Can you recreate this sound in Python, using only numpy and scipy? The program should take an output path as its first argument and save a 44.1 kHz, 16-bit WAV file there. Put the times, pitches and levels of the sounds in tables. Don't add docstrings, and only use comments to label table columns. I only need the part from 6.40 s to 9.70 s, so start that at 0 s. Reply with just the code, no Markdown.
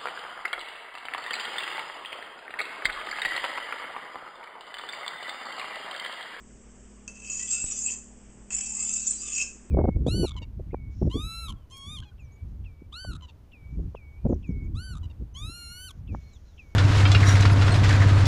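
import sys
import numpy as np
from scipy import signal
from scipy.fft import rfft, irfft, next_fast_len
from scipy.io import wavfile
from scipy.ndimage import uniform_filter1d, map_coordinates

SR = 44100
rng = np.random.default_rng(int(sys.argv[2]) if len(sys.argv) > 2 else 0)


def volts(x):
    e = np.asarray(x, float) / 20
    return 10 ** e


def wav_out(sig):
    wavfile.write(sys.argv[1], SR, np.round(np.clip(np.atleast_2d(sig).T, -1, 1) * 32767).astype(np.int16))


N = 145530
T = np.arange(N) / SR


def unit(x):
    return x / np.sqrt(np.mean(np.abs(x) ** 2) + 1e-20)


def along(points, hz):
    f, v = np.transpose(points)
    return np.interp(np.log(hz + 1), np.log(f + 1), v)


def wobble(rate):
    return map_coordinates(rng.standard_normal(4000), [T * rate])


def coloured(x, points):
    m = next_fast_len(N + 8192)
    cepstrum = irfft(np.log(volts(along(points, np.fft.rfftfreq(m, 1 / SR)))), m)
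    cepstrum[1:m // 2] *= 2
    cepstrum[m // 2 + 1:] = 0
    return irfft(rfft(x, m) * np.exp(rfft(cepstrum)), m)[:len(x)]


def patchy(x, depth_db):
    z = signal.stft(x, nperseg=256)[2]
    field = uniform_filter1d(rng.standard_normal(z.shape), size=3, axis=0)
    field = uniform_filter1d(field, size=9, axis=1)
    return signal.istft(z * volts(depth_db * unit(field)), nperseg=256)[1][:N]


def resonate(x, hz, width_hz):
    turn = np.exp(2j * np.pi * np.cumsum(hz + np.zeros(len(x))) / SR)
    pole = np.exp(-np.pi * width_hz / SR)
    gain = np.sqrt(2 * (1 - pole ** 2) ** 3 / (1 + pole ** 2))
    return gain * (signal.lfilter([1], [1, -2 * pole, pole ** 2], x / turn) * turn).real


# t/s, friction level/dB, stone ring over friction level/dB, edge hiss centre f/Hz,
# share of the blade lying flat level/dB
STROKES = [
    [(0.896, -39, -6, 6520, 3.5), (1.078, -36, -16, 7730, -1), (1.146, -24, -17.5, 7500, -3.5),
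     (1.2, -36, -14, 7780, -1), (1.422, -33.5, -25, 6750, -4.5), (1.468, -33, -14, 7320, -7.5),
     (1.496, -47, 9.5, 7700, 8.5), (1.524, -40.5, -22, 6860, 5.5), (1.55, -38.5, -23, 7340, 1)],
    [(2.103, -37.5, -2.5, 7000, -1), (2.169, -28, -29, 7370, -9.5), (2.195, -35, -20, 7336, -6),
     (2.579, -30, -20.5, 7335, -3.5), (2.639, -37.5, -14.5, 6800, -2.5), (2.681, -32.5, -26, 7320, 0),
     (2.783, -40, -22.5, 7260, -1.5), (3.019, -34, 2, 7140, 4), (3.04, -34.5, -14.5, 6930, 4)],
]
CREEP = [
    (.75, -58, -1, 6900, -4),
    (.83, -52, -1, 6800, 2),
    (.86, -45, 0, 6700, 6),
    (.893, -46, 0, 6700, 6),
]


def strokes():
    push, ring, flat = np.zeros((3, N))
    for rows in [CREEP, *STROKES]:
        s, db, ring_db, _, flat_db = np.transpose(rows)
        touch = np.clip(np.minimum(T - s[0], s[-1] - T) / 0.002, 0, 1)
        push += touch * volts(np.interp(T, s, db))
        ring += touch * volts(np.interp(T, s, db + ring_db))
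        flat += touch * volts(np.interp(T, s, db + flat_db))
    rows = np.concatenate([CREEP[:-1], *STROKES])
    centre_hz = np.interp(T, rows[:, 0], rows[:, 3])
    force = grit()
    steel = blade(force * flat) + edge(force * push, force * flat, centre_hz)
    return scrape(force, flat) + steel + stone(force * ring * volts(2.3 * wobble(40)))


def grit():
    grains_per_s, spread_db, chatter_db = 5000, 2.5, 2.5
    size_db = spread_db * rng.exponential(size=N).clip(0, 3)
    grains = (rng.random(N) < grains_per_s / SR) * rng.standard_normal(N) * volts(size_db)
    chatter = (.3 * wobble(29.5) + wobble(150)).clip(-3, 1.8)
    return unit(grains * volts(chatter_db * chatter))


# f/Hz, level/dB
SCRAPE = [(600, -43), (1500, -25), (3000, -17.5), (4300, 0.5), (5000, -5.5), (6300, 2.5), (7300, -4),
          (9000, -2.5)]


def scrape(force, flat):
    return volts(-9.5) * flat * patchy(unit(coloured(force, SCRAPE)), 4.5)


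# multiple of the hiss centre, width f/Hz, level/dB over friction
EDGE = [(.93, 218.4, -10.5), (0.991, 220, -5.5), (1.028, 220, -13.5), (1.078, 218.4, -8.5),
        (1.138, 224.4, -11), (1.199, 220, -11)]
# f/Hz, width f/Hz, level/dB
FLAT = [(5000, 270, -12), (5340, 200, -14), (5740, 390, -21.5), (6300, 49, -14.5)]


def edge(push, flat, centre_hz):
    def mode(drive, hz, width_hz, db):
        flicker = volts(db - 12.0 + 3 * wobble(25.07))
        return flicker * resonate(drive, hz * (1 + .011 * wobble(12)), width_hz)

    hiss = sum(mode(push, k * centre_hz, width_hz, db) for k, width_hz, db in EDGE)
    return hiss + sum(mode(flat, *row) for row in FLAT)


# t/s, factor on the blade's mode frequencies
BEND = [(.8, 1.36), (1.0, 1.06), (1.22, 1.52), (1.33, 1.23), (1.55, 1.05), (2.1, .85), (2.3, 1.1),
        (2.55, 1.33), (2.63, 1.66), (2.76, 1.24), (3.05, 1.16)]
# f/Hz, width f/Hz, level/dB over friction
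BLADE = [(998, 78, -29.5), (1773, 72, -31), (2497, 250, -25), (2930, 910, -16)]


def blade(force):
    bend = uniform_filter1d(np.interp(T, *np.transpose(BEND)), size=1500)
    out = np.zeros(N)
    for hz, width_hz, db in BLADE:
        out += volts(db - 4 + 3.5 * wobble(10)) * resonate(force, hz * bend, width_hz)
    return out


# f/Hz, width f/Hz, level/dB
STONE = [(2627, 75, -0.5), (2575, 180, -13), (3127, 280, -14.5)]


def stone(force):
    return sum(volts(db) * resonate(force, hz, width_hz) for hz, width_hz, db in STONE)


# t/s, peak level/dB, f/Hz
CATCHES = [
    [(0.8344, -41, 6900), (0.8563, -34, 6960), (0.8633, -32.5, 6820), (0.8972, -18.5, 6820),
     (0.9326, -30, 6840), (0.9531, -25.5, 7110), (1.0284, -24, 7110), (1.0509, -25, 8070),
     (1.0888, -20, 7450), (1.1082, -15.5, 7430), (1.1262, -16, 7500), (1.1487, -15, 7520),
     (1.2135, -22, 7630), (1.2404, -16.5, 7930), (1.2828, -26.5, 7720), (1.3008, -17.5, 7830),
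     (1.3203, -17.5, 6770), (1.3771, -20.5, 7260), (1.4235, -21.5, 6760), (1.4415, -19, 7090),
     (1.4609, -15, 7610), (1.5158, -22.5, 6890)],
    [(2.1038, -28.5, 7020), (2.1278, -27.5, 6480), (2.1423, -17.5, 7020), (2.1522, -21, 7630),
     (2.1637, -21, 7750), (2.2101, -26, 7000), (2.235, -29.5, 7740), (2.2565, -25, 7650),
     (2.3199, -18, 7450), (2.3498, -18, 7340), (2.3687, -18, 7790), (2.3982, -19, 7540),
     (2.4092, -20, 7120), (2.4251, -15, 7480), (2.4815, -24, 7550), (2.488, -25, 7350), (2.5134, -19, 7520),
     (2.5374, -16.5, 7500), (2.5618, -18.5, 7270), (2.6262, -21, 7750)],
    [(2.6683, -12, 6940), (2.6804, -16.5, 7290), (2.7072, -14, 8000), (2.7444, -25, 7430),
     (2.8155, -24.5, 7400), (2.8988, -25, 7510), (2.9253, -21.5, 6700), (2.9607, -19, 6800),
     (2.9786, -16, 7320), (3.0071, -26, 6680), (3.0204, -16.5, 6770)],
]


def catches():
    rise_s, t60_s = .001, .032
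    out, t = np.zeros(N + SR), T[:SR // 20]
    for s, db, hz in np.concatenate(CATCHES):
        side, phase = rng.uniform(-1, 1, size=2)
        near_hz = hz * (1 + .07 * np.sign(side) * (.5 + abs(side)))
        pair = np.sin(2 * np.pi * hz * t) + .5 * np.sin(2 * np.pi * (near_hz * t + phase))
        decay = volts(db - 3 - along(MIC, hz) - 60 * t / t60_s)
        out[round(s * SR):][:len(t)] += decay * (1 - np.exp(-t / rise_s)) * pair
    return out[:N]


# start t/s, length t/s, from f/Hz, to f/Hz, level/dB
SQUEALS = [(.896, 0.13, 6750, 7010, -33.5), (1.1, 0.059, 7450, 7400, -29), (1.205, 0.093, 7690, 7780, -35),
           (1.387, 0.091, 7510, 6700, -32.5), (1.454, 0.04, 7435, 7700, -29),
           (1.454, 0.063, 8540, 7820, -38), (1.499, 0.039, 6950, 7130, -34.5),
           (2.125, 0.058, 7260, 7140, -47), (2.144, 0.03, 7980, 7800, -42),
           (2.533, 0.099, 7540, 6770, -31.5), (2.518, 0.034, 6300, 6830, -34),
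           (2.11, 0.27, 5450, 5360, -52.5), (2.666, 0.034, 6966, 7450, -22),
           (2.698, 0.021, 7410, 8250, -26.5), (2.78, 0.061, 4600, 5080, -46.5),
           (2.917, 0.097, 6850, 6660, -33.5), (2.95, 0.062, 7250, 7670, -39), (1.31, 0.08, 5680, 6270, -39)]
WHINES = [(.94, .07, 410, 420, -59), (.99, .09, 1900, 2020, -55), (1.07, .11, 3300, 3700, -54),
          (1.3, .09, 1200, 1190, -64), (1.42, .12, 680, 1050, -63), (1.36, .08, 3400, 3500, -60),
          (2.38, .22, 3150, 3800, -62), (2.37, .1, 2050, 2250, -59), (1.48, .04, 2750, 3300, -50),
          (1.455, .055, 2620, 2630, -41), (2.988, .05, 2600, 2640, -34.5), (2.3, .25, 1130, 1300, -63),
          (2.15, .1, 760, 830, -64), (2.26, .27, 880, 880, -61), (2.72, .12, 300, 305, -61),
          (2.82, .06, 1200, 1180, -63), (2.85, .11, 3750, 3150, -55), (2.57, .14, 3700, 4200, -61),
          (2.69, .16, 4250, 3850, -62), (2.97, .07, 2300, 2400, -52), (3.02, .05, 1580, 1600, -61)]


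def squeals(rows, rough):
    out = np.zeros(N + SR)
    for s, length, from_hz, to_hz, db in rows:
        u = np.arange(round(length * SR)) / (length * SR)
        hz = from_hz + (to_hz - from_hz) * u * (1.4 - 0.46 * u)
        noise = unit(resonate(rng.standard_normal(len(u)), hz, from_hz / 28))
        tone = np.sqrt(2) * np.sin(2 * np.pi * np.cumsum(hz) / SR)
        level = volts(db - along(MIC, hz)) * np.sqrt(np.sin(np.pi * np.sqrt(u)))
        out[round(s * SR):][:len(u)] += level * (rough * noise + (1 - rough) * tone)
    return out[:N]


# t/s, peak level/dB, stone over it level/dB, thud over it level/dB
TAPS = [(0.6781, -20.5, -18, -28.5), (0.7549, -33, -31, -34), (0.7724, -35, -33, -25),
        (0.8006, -31.5, -28, -31), (0.8966, -28, -10, -29), (1.1492, -24, -44, -36), (1.319, -23, -35, -29),
        (1.5365, -24, -49, -31), (2.1045, -25, -13.5, -21.5), (2.4229, -27, -16.5, -27),
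        (2.6672, -29, -28, -26), (2.707, -27, -40, -28)]
# f/Hz, level/dB
THUD = [(300, -28.5), (700, 8), (1100, 6.5), (2000, 7.5), (3000, -27.5), (3600, -30)]


def taps():
    crack_t60_s, scuff_t60_s, thud_t60_s = .01, .07, 0.092
    out, thud = np.zeros((2, N + SR))
    blows, t = np.zeros(N), T[:SR // 4]
    for s, db, stone_db, thud_db in TAPS:
        i = round(s * SR)
        fall = volts(-60 * t / crack_t60_s) + 0.74 * volts(-60 * t / scuff_t60_s)
        out[i:][:len(t)] += volts(db - 16.5) * fall * rng.standard_normal(len(t))
        thud[i:][:len(t)] += volts(db + thud_db - 60 * t / thud_t60_s) * rng.standard_normal(len(t))
        blows[i] = volts(db + stone_db + 23.5)
    return coloured(out[:N], SCRAPE) + coloured(thud[:N], THUD) + stone(blows)


# f/Hz, t60 t/s
ROOM = [(300, 1), (2600, 0.32), (7500, 0.45)]


def room(x):
    hz, t, z = signal.stft(rng.standard_normal(SR // 2), SR, nperseg=256)
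    tail = signal.istft(z * volts(-60 * t / along(ROOM, hz)[:, None]), SR, nperseg=256)[1]
    delayed = np.pad(x, (200, 0))
    return signal.fftconvolve(delayed, tail / np.linalg.norm(tail))[:N]


# f/Hz, rms level/dB, unsteadiness level/dB
HUM = [(46.6, -63, -7), (53.5, -54.5, 0.5), (116.8, -66, 3.5), (203.4, -58, 3), (239.7, -60.5, 3.5),
       (7370, -87, 0.5), (8000, -81.5, 2.5), (8000, -82.5, 1.5)]
# f/Hz, level/dB
AIR = [(20, 0.5), (60, -8.5), (400, -10), (700, -20), (3200, -29), (4500, -35), (5500, -33.5),
       (9000, -32.5)]


def appliances():
    hum = np.zeros(N)
    for hz, db, sway_db in HUM:
        level = volts(db + sway_db * wobble(2.5).clip(-1, 1)) * np.sqrt(2)
        hum += level * np.sin(2 * np.pi * (hz * T + rng.random() + 0.019 * wobble(2.4)))
    air = patchy(unit(coloured(rng.standard_normal(N), AIR)), 1.5)
    return hum + volts(-55) * air


def scene():
    knife = strokes() + catches() + squeals(SQUEALS, .75) + squeals(WHINES, .75) + taps()
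    return (knife + volts(-6.5) * room(knife) + appliances())[None]


# f/Hz, level/dB
MIC = [(20, -0.5), (3000, 0.5), (3700, -5.5), (4150, -18), (4600, 0), (7700, 14), (8500, 4), (9300, -33)]


def microphone(x):
    return coloured(x, MIC)


def pop():
    start_s, rise_s, fall_s, sag_s = 1.2425, 0.00011, 0.0072, 0.021
    t = np.clip(T - start_s, 0, None)
    swing = np.exp(-t / fall_s) - 0.37 * np.exp(-t / sag_s)
    return volts(-22) * (t > 0) * (1 - np.exp(-t / rise_s)) * swing


def low_pass(x):
    return signal.sosfilt(signal.butter(12, 9410, fs=SR, output="sos"), x)


def record(dry):
    mix = (microphone(dry[0]) + pop())[None]
    return low_pass(mix)


dry = scene()
out = record(dry)
wav_out(out)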